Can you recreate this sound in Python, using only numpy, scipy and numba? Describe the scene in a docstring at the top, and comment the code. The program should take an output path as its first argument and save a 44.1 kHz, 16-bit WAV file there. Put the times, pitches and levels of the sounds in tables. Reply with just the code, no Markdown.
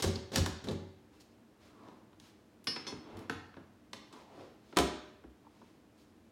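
"""A steel bowl clunks, scrapes and squeaks as it is twisted into the base of a stand mixer. The head
tilts up with a hollow rub, a beater clicks into its socket, and the head swings down and locks with
a sharp knock. The speed dial ticks softly, but the motor stays off. Each blow is a short clatter plus
ringing metal; the machine thumps on the worktop and a hard kitchen echoes it all."""
import sys
import numpy as np
from scipy import signal
from scipy.fft import rfft, irfft
from scipy.io import wavfile
from numba import njit

SR = 44100
rng = np.random.default_rng(int(sys.argv[2]) if len(sys.argv) > 2 else 0)


def output_pcm(signal):
    """Save a mono or channel-first signal as 16-bit PCM at the path in sys.argv[1].

    Samples are clipped to [-1, 1] before scaling.
    """
    pcm = np.clip(np.atleast_2d(signal).T, -1, 1) * 32767
    wavfile.write(sys.argv[1], SR, np.round(pcm).astype(np.int16))


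N = 278271

# a blow or rub has four levels, one for each region from body to sizzle (frequency [Hz])
REGION_HZ = [350, 1400, 4500, 11000]
BANDS_HZ = 100 * 2 ** (np.arange(23) / 3)  # third octaves

# bowl lugs hitting the base (time [s], contact, place, level [dB], hardness [dB/octave])
BOWL_BLOWS = [(.023, "clunk", "foot", -36, 3.35), (.038, "clunk", "rim", -36, 1.1),
              (.073, "clunk", "rim", -43, 0.5), (.157, "clunk", "foot", -49.5, -0.5),
              (.318, "clunk", "rim", -48.5, -0.5), (.3585, "click", "foot", -32, 1.2),
              (.370, "clunk", "foot", -36, 0.4), (.381, "clunk", "rim", -41.5, 2.2),
              (.4605, "clack", "foot", -43.5, 0.54), (.6405, "clunk", "foot", -49, 0.2),
              (.670, "clunk", "foot", -49, -1.5), (.6855, "clunk", "rim", -44, -1.5),
              (.710, "clunk", "foot", -47, -0.5)]
# tone colour of their clatter (frequency [Hz], level [dB])
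BOWL_COLOUR = [(100, -8.5), (160, -3), (250, -1.5), (400, -1.5), (630, -4.5), (900, -1.5), (1600, -2),
               (2500, -8.5), (3500, -2.5), (5000, -4.5), (7000, -2), (10000, -3.5), (15000, -9)]
# ring of the bowl and of the base under it (frequency [Hz], level [dB], t60 [s])
BOWL_MODES = [(280, -2.5, 0.11), (351, -10, 0.1), (380, 0, 0.77), (394, 3.5, 0.32), (434, -4.5, 0.58),
              (515, 2, 0.34), (563, -2, 0.65), (760, -11, 0.3), (2083, -25.5, 1), (3420, -16, 0.32),
              (3570, -28, 0.208), (3950, -53, 0.28), (5690, -34, .35)]
BASE_MODES = [(116, 2, 0.45), (164, 1.5, 0.4), (212.3, 1, 0.67), (254, 4, 0.36)]


def bowl():
    """The bowl's lugs knock against the base and set both ringing."""
    return strike(BOWL_BLOWS, BOWL_COLOUR)


# beater hitting the socket (time [s], contact, place, level [dB], hardness [dB/octave])
BEATER_BLOWS = [(2.642, "tick", "shank", -62, 4.5), (2.6705, "click", "beater", -32.5, -0.3),
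                (2.761, "graze", "shank", -40.5, -0.4), (2.867, "graze", "socket", -43, -1.2),
                (2.876, "clunk", "socket", -46.5, 4), (2.923, "knock", "shank", -49.5, -3),
                (3.170, "tick", "shank", -51, -0.8), (3.190, "tick", "shank", -52.5, 0),
                (3.238, "knock", "shank", -60, 4), (3.2965, "clack", "head", -40, 0.7),
                (3.541, "tap", "shank", -59, 2), (3.567, "knock", "shank", -50.5, 0.7),
                (3.9315, "click", "shank", -37.5, 0.34)]
# tone colour of their clatter (frequency [Hz], level [dB])
BEATER_COLOUR = [(100, -6.5), (160, -10), (250, 1.5), (400, -1.5), (630, -10), (1000, -4), (1550, -6.5),
                 (2500, -10.5), (3400, -11), (4500, -12.5), (7000, -19), (10000, -17), (15000, -26)]
# bright ring of beater and socket, lower ring of the head (frequency [Hz], level [dB], t60 [s])
BEATER_MODES = [(1500, -8, .05), (1825, -12, .25), (2110, -11, .1), (2370, -15, .1), (2885, -8, .3),
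                (3330, -5, .08), (3480, -4, .08), (4369, -6, .27), (4721, -17, .34), (4888, -3, .34),
                (4998, -14, .5), (5270, 0, .33), (5550, -12, .3), (5927, -18, .27), (6471, -27, .4),
                (8403, -29, .45), (9674, -31, .35), (10510, -27, .35), (10850, -16, .22)]
SOCKET_MODES = [(805, -10, .2), (990, -10, .2), (2084, -13, .2), (3357, -7, .25), (3540, -8, .2),
                (4341, -7, .25), (4921, -8, .15), (5141, -9, .2), (5206, -6, .2), (5357, -4, .24),
                (5549, -14, .25), (5640, -13, .2), (5931, -4, .26), (6030, -11, .2), (6191, -12, .35),
                (6912, -19, .34), (8409, -22, .4), (9426, -23, .3), (10290, -25, .45), (10850, -23, .2),
                (11160, -22, .17)]
HEAD_MODES = [(343, 0, .28), (463, 0, .38), (947, -12, .3), (1024, -9, .3), (1250, -12, .45),
              (1470, -6, .2), (1508, -2, .33), (1540, 15, .035), (1580, -5, .22), (1895, -16, .4),
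              (2455, -20, .3), (3147, -16, .35), (3490, -13, .35), (3801, -15, .35), (4330, -16, .2),
              (4883, -25, .5), (5534, -26, .5), (6476, -22, .35), (6912, -23, .5), (9450, -28, .3),
              (10870, -23, .35)]


def beater():
    """The beater ticks and grazes its way into the socket; the hand damps blows on its shank."""
    return strike(BEATER_BLOWS, BEATER_COLOUR)


# hinge, lock and dial knocks (time [s], contact, place, level [dB], hardness [dB/octave])
FRAME_BLOWS = [(2.130, "tap", "damped frame", -65.5, -0.5), (2.199, "click", "damped frame", -61.5, 0.2),
               (4.126, "clunk", "damped frame", -57, 1), (4.726, "knock", "damped frame", -53, -1),
               (4.763, "click", "damped frame", -43, -5.5), (4.7697, "clack", "frame", -30.5, -0.6),
               (4.775, "clack", "frame", -40, -0.5), (4.7865, "clack", "damped frame", -31.5, -0.5),
               (4.797, "clunk", "frame", -33, -0.6), (5.238, "knock", "damped frame", -60, -4.5),
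               (5.618, "knock", "damped frame", -66, -3.5)]
# tone colour of their clatter (frequency [Hz], level [dB])
FRAME_COLOUR = [(100, -46), (160, -13.5), (210, -7.5), (280, 2), (400, -4), (630, -8), (1000, -4),
                (1500, -5), (2000, -8.5), (3200, -3), (5000, -5.5), (7500, -0.5), (10000, -3), (15000, -10)]
# ring of the mixer's frame (frequency [Hz], level [dB], t60 [s])
FRAME_MODES = [(244, -2.5, 0.49), (260, -1, 0.07), (287, -21, 0.22), (319.6, 12, 0.094), (373.4, -3, 0.38),
               (399.7, 0, 0.5), (445, -2.5, 0.38), (586, -9, 0.38), (611, -5.5, 0.8), (669, -5.5, 0.58),
               (702, 0, 0.4), (762, -7, 0.21), (990, -4, 0.48), (1007, 2.5, 0.16), (1010, -11, 0.33),
               (1167, -8, 0.23), (1325, -10, 0.41), (1664, -17, 0.19), (2690, -40, .15)]


def frame():
    """Damped knocks barely ring the mixer's frame; the slam of the head locking rings it fully."""
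    return strike(FRAME_BLOWS, FRAME_COLOUR)


# ways two parts meet, by contact (level in each region [dB], clatter t60 [s])
CONTACTS = {"clunk": ([1.5, -10, -3.5, -18], 0.098), "click": ([-15.5, -10, 0, -12.5], 0.029),
            "clack": ([-2.5, 0.5, -0.5, -9.5], 0.032), "tick": ([-2, -14, -2, 0], 0.037),
            "graze": ([-11, -4, 4, -24], 0.066), "tap": ([-20, 0.5, -11, -36], 0.016),
            "knock": ([-1, -2.5, -13, -44], 0.041)}
# what rings, by place struck (modes, level relative to the driving force [dB])
RINGS = {"rim": [(BOWL_MODES, -4.5), (BASE_MODES, -11.5)],
         "foot": [(BOWL_MODES, -15.5), (BASE_MODES, -6)],
         "beater": [(BEATER_MODES, 0), (HEAD_MODES, -16.5)],
         "socket": [(SOCKET_MODES, -2)],
         "head": [(HEAD_MODES, -3.5)],
         "shank": [(HEAD_MODES, -23)],
         "frame": [(FRAME_MODES, -4)],
         "damped frame": [(FRAME_MODES, -15)]}
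# where in its spectrum a blow drives the ring, by place struck (frequency [Hz])
DRIVE_HZ = {"rim": 350, "foot": 350, "beater": 4500, "socket": 4500,
            "head": 1400, "shank": 1400, "frame": 1400, "damped frame": 1400}


def strike(blows, colour):
    """Blows on one assembly: returns their clatter and the ring of its parts, which follows the force."""
    knocks, rings = np.zeros(N), np.zeros(N)
    for s, kind, place, db, hardness in blows:
        shape_db, t60 = CONTACTS[kind]
        region_db = tilt(shape_db, db, hardness)
        add(knocks, s, clatter(band_gains(region_db, colour), t60))
        force_db = at(list(zip(REGION_HZ, region_db)), DRIVE_HZ[place])
        for modes, ring_db in RINGS[place]:
            add(rings, s, undb(force_db + ring_db) * ring(modes))
    return knocks, rings


def clatter(gains, t60, low_linger=0.22):
    """Crowded, heavily damped modes; t60 holds at 3 kHz and lower bands last longer."""
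    t = clock(.25)
    bands = [burst(t, hz, t60 * (3000 / hz) ** low_linger) for hz in BANDS_HZ]
    return gains @ np.array(bands)


def ring(modes):
    """A part's clear modes start together; each blow shares its energy among them a little differently."""
    t = clock(.9)
    out = 0
    for hz, db, t60 in modes:
        out = out + undb(db + rng.standard_normal()) * fade(t, t60) * np.sin(2 * np.pi * hz * t)
    attack = 1 - fade(t, 0.0033)
    return out * attack


# shoves on the machine (time [s], pitch [Hz], level [dB], whether it rocks back)
THUMPS = [(0.044, 86.3, -29.5, True), (.386, 82.8, -26, True), (0.707, 91.2, -42, False),
          (2.95, 80.5, -55, False), (3.136, 99, -48, False), (3.332, 88.5, -50.5, False),
          (4.792, 67.7, -34, False), (5.259, 64.3, -53, False)]


def worktop(swell_s=0.024, tail_db=-12, sway_hz=53.3):
    """The heavy machine sways and rocks on its feet: low thumps that build over a few cycles and linger."""
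    out, t = np.zeros(N), clock(.8)
    push = (t / swell_s * np.exp(1 - t / swell_s)) ** 2
    linger = undb(tail_db) * (1 - np.exp(-t / swell_s)) * fade(t, .65)
    thump = lambda hz, db: undb(db) * (push + linger) * np.sin(2 * np.pi * hz * t)
    for s, hz, db, rocks_back in THUMPS:
        add(out, s - .017, thump(sway_hz, db - 10))  # the whole machine sways first
        add(out, s, thump(hz, db))
        if rocks_back:
            add(out, s + .125, thump(hz, db - 12.5))
    return out


# squeaks of the bowl's rim (time [s], pitch [Hz], level [dB])
SQUEAKS = [(.1565, 4550, -41.5), (.380, 5060, -40), (.685, 3890, -43.5)]


def squeaks():
    """The rim binds and chatters briefly in one narrow resonance."""
    out = np.zeros(N)
    for s, hz, db in SQUEAKS:
        add(out, s, undb(db) * burst(clock(.2), hz, t60=0.027))
    return out


# swings of the head (peak time [s], rise [s], fall [s], pitch at peak [Hz], sink [octaves/s], level [dB])
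SWINGS = [(1.88, .26, 0.16, 975, 0.95, -60), (4.14, .04, 0.19, 1040, 3.9, -58),
          (4.41, .18, .14, 564, 4.2, -54)]
# broad friction in each region (level relative to the hollow resonance [dB])
HINGE_FRICTION_DB = [-1.5, -13, -20, -28]


def hinge(swell_db=20, q=2.5):
    """Friction in the hinge follows the head's speed and sounds through one sinking cavity resonance."""
    out = np.zeros(N)
    for s, rise, fall, peak_hz, sink, db in SWINGS:
        t = clock(rise + fall) - rise
        speed = undb(db - swell_db * np.maximum(-t / rise, t / fall))
        hz = peak_hz * 2 ** (-sink * t)
        noise = rng.standard_normal(len(t))
        cavity = resonate(resonate(noise, hz, q), hz, q) / np.sqrt(hz)
        hollow = speed * unit(cavity) * np.sqrt(len(t))
        add(out, s - rise, hollow + friction(speed, HINGE_FRICTION_DB, grain_db=3.0))
    return out


# steel, hands and sleeves sliding (start [s], length [s], slide, level [dB], hardness [dB/octave])
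RUBS = [(-.03, .052, "scrape", -47, 0.2), (0.323, .051, "scrape", -45.5, -1),
        (1.10, .11, "brush", -78.5, 1.7), (1.193, 0.037, "scrape", -70.5, 3),
        (1.571, 0.17, "brush", -74.5, 1.3), (2.183, 0.15, "brush", -74.5, 3.2),
        (2.986, 0.33, "brush", -65, -5), (4.107, 0.16, "brush", -71.5, 0.4),
        (4.219, 0.41, "brush", -77.5, -2.2), (4.565, 0.38, "scrape", -74, -0.8),
        (5.421, 0.41, "brush", -81.5, 1.5), (5.951, .11, "scrape", -81, 2.6)]
# scrape and brush (level in each region [dB])
SLIDES = {"scrape": [1, -8, -3, -9.5], "brush": [-2.5, 0.5, -6, -12]}


def rubbing():
    """Steel and hands slide: each rub swells and dies away."""
    out = np.zeros(N)
    for s, length, kind, db, hardness in RUBS:
        swell = signal.windows.tukey(len(clock(length)), .8)
        add(out, s, friction(swell, tilt(SLIDES[kind], db, hardness), grain_db=2.0))
    return out


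# tone colour of sliding surfaces (frequency [Hz], level [dB])
RUB_COLOUR = [(100, -14), (160, -13.5), (300, -2), (550, -3.5), (1000, -1), (1600, -4.5), (3000, 0.5),
              (5000, 1.5), (8000, -3.5), (15000, -8)]


def friction(envelope, region_db, grain_db):
    """Dense tiny slips of uneven size under an envelope."""
    n = len(envelope)
    slips = undb(grain_db * rng.exponential(size=n))
    bands = [unit(band(slips * rng.standard_normal(n), hz)) for hz in BANDS_HZ]
    return band_gains(region_db, RUB_COLOUR) @ np.array(bands) * np.sqrt(n) * envelope


# ticks of the speed dial (time [s], level [dB])
DETENTS = [(5.446, -68), (5.467, -56.5), (5.616, -59), (5.640, -71)]


def dial():
    """The speed dial turns through soft detents, each a tiny rattle in the same resonance."""
    out = np.zeros(N)
    for s, db in DETENTS:
        add(out, s, undb(db) * burst(clock(.2), hz=950, t60=0.025))
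    return out


# reverb decay of the kitchen (frequency [Hz], t60 [s])
KITCHEN_T60 = [(80, 0.48), (300, 0.57), (1000, 0.73), (3500, 0.67), (6000, 0.58), (9000, 0.33),
               (15000, 0.22)]


def kitchen(x, build_s=0.0029):
    """Echoes off worktop, walls and cupboards thicken quickly; the treble dies first."""
    t = clock(.9)
    build = 1 - np.exp(-t / build_s)
    response = 0
    for hz in BANDS_HZ:
        tail = rng.standard_normal(len(t)) * fade(t, at(KITCHEN_T60, hz)) * build
        response = response + unit(band(tail, hz)) * np.sqrt(hz)
    return signal.fftconvolve(x, unit(response))[:N]


# room tone spectrum (frequency [Hz], relative level [dB])
ROOM_TONE = [(26, -48), (45, -16), (103, -5), (155, -13.5), (229, -2.5), (265, -10), (300, -2.5),
             (364, -12.5), (391, -11), (578, -17), (637, -15.5), (685, -18.5), (1110, -23), (1320, -24.5),
             (15000, -45)]


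def room_tone(level_db=-62):
    """The soft steady rush of the room."""
    colour = undb(at(ROOM_TONE, np.fft.rfftfreq(N, 1 / SR)))
    noise = irfft(rfft(rng.standard_normal(N)) * colour, N)
    return undb(level_db) * unit(noise) * np.sqrt(N)


def tilt(shape_db, db, hardness, pivot_hz=1400):
    """Level in each region: a harder contact tips the balance towards the treble."""
    return db + np.array(shape_db) + hardness * np.log2(np.array(REGION_HZ) / pivot_hz)


def band_gains(region_db, colour):
    """Gain of every band for one contact on one part."""
    return undb(np.interp(np.log(BANDS_HZ), np.log(REGION_HZ), region_db) + at(colour, BANDS_HZ))


def burst(t, hz, t60):
    """A dying third octave of noise, with the energy of 10 ms at 0 dB."""
    noise = rng.standard_normal(len(t)) * fade(t, t60)
    return unit(band(noise, hz)) * np.sqrt(SR / 100)


def band(x, hz):
    """Third-octave band-pass."""
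    edges = hz * 2 ** (np.array([-1, 1]) / 6)
    return signal.lfilter(*signal.butter(2, edges, "bandpass", fs=SR), x)


@njit
def resonate(x, hz, q):
    """State-variable band-pass whose centre moves."""
    y, band_state, low_state = np.empty(len(x)), 0., 0.
    for i in range(len(x)):
        g = np.tan(np.pi * hz[i] / SR)
        passed = (band_state + g * (x[i] - low_state)) / (1 + g * (g + 1 / q))
        band_state = 2 * passed - band_state
        low_state += 2 * g * passed
        y[i] = passed / q
    return y


def undb(db):
    """Decibels to gain."""
    return 10 ** (np.asarray(db) / 20)


def at(points, hz):
    """Read (Hz, value) points on a log-frequency axis."""
    f, value = np.transpose(points)
    return np.interp(np.log(hz + 1e-9), np.log(f), value)


def clock(seconds):
    """Sample times of a stretch of sound."""
    return np.arange(int(seconds * SR)) / SR


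def fade(t, t60):
    """Exponential decay, 60 dB down after t60."""
    return np.exp(-np.log(1000) * t / t60)


def unit(x):
    """Scale to an energy of one."""
    return x / np.sqrt(np.sum(x ** 2) + 1e-18)


def add(track, s, sound):
    """Mix a sound into the track at time s."""
    start = int(s * SR)
    sound = sound[max(-start, 0):N - start]
    track[max(start, 0):max(start, 0) + len(sound)] += sound


def scene():
    """Bowl, beater and mixer head, heard directly and through the kitchen, over room tone."""
    bowl_clatter, bowl_ring = bowl()
    beater_clatter, beater_ring = beater()
    frame_clatter, frame_ring = frame()
    # (layer, reverb send [dB])
    layers = [(bowl_clatter, -4), (beater_clatter, -3), (frame_clatter, -5.5),
              (bowl_ring + beater_ring + frame_ring, -13), (worktop(), 0),
              (squeaks() + dial(), -10), (rubbing() + hinge(), -4)]
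    direct = sum(layer for layer, _ in layers)
    send = sum(undb(db) * layer for layer, db in layers)
    return (direct + kitchen(send) + room_tone())[None]


def record(dry):
    """The microphone drops the deepest rumble and the top is cut steeply."""
    dry = signal.sosfilt(signal.butter(2, 35, "highpass", fs=SR, output="sos"), dry)
    return signal.sosfilt(signal.ellip(10, .1, 70, 15900, fs=SR, output="sos"), dry)


dry = scene()
out = record(dry)
output_pcm(out)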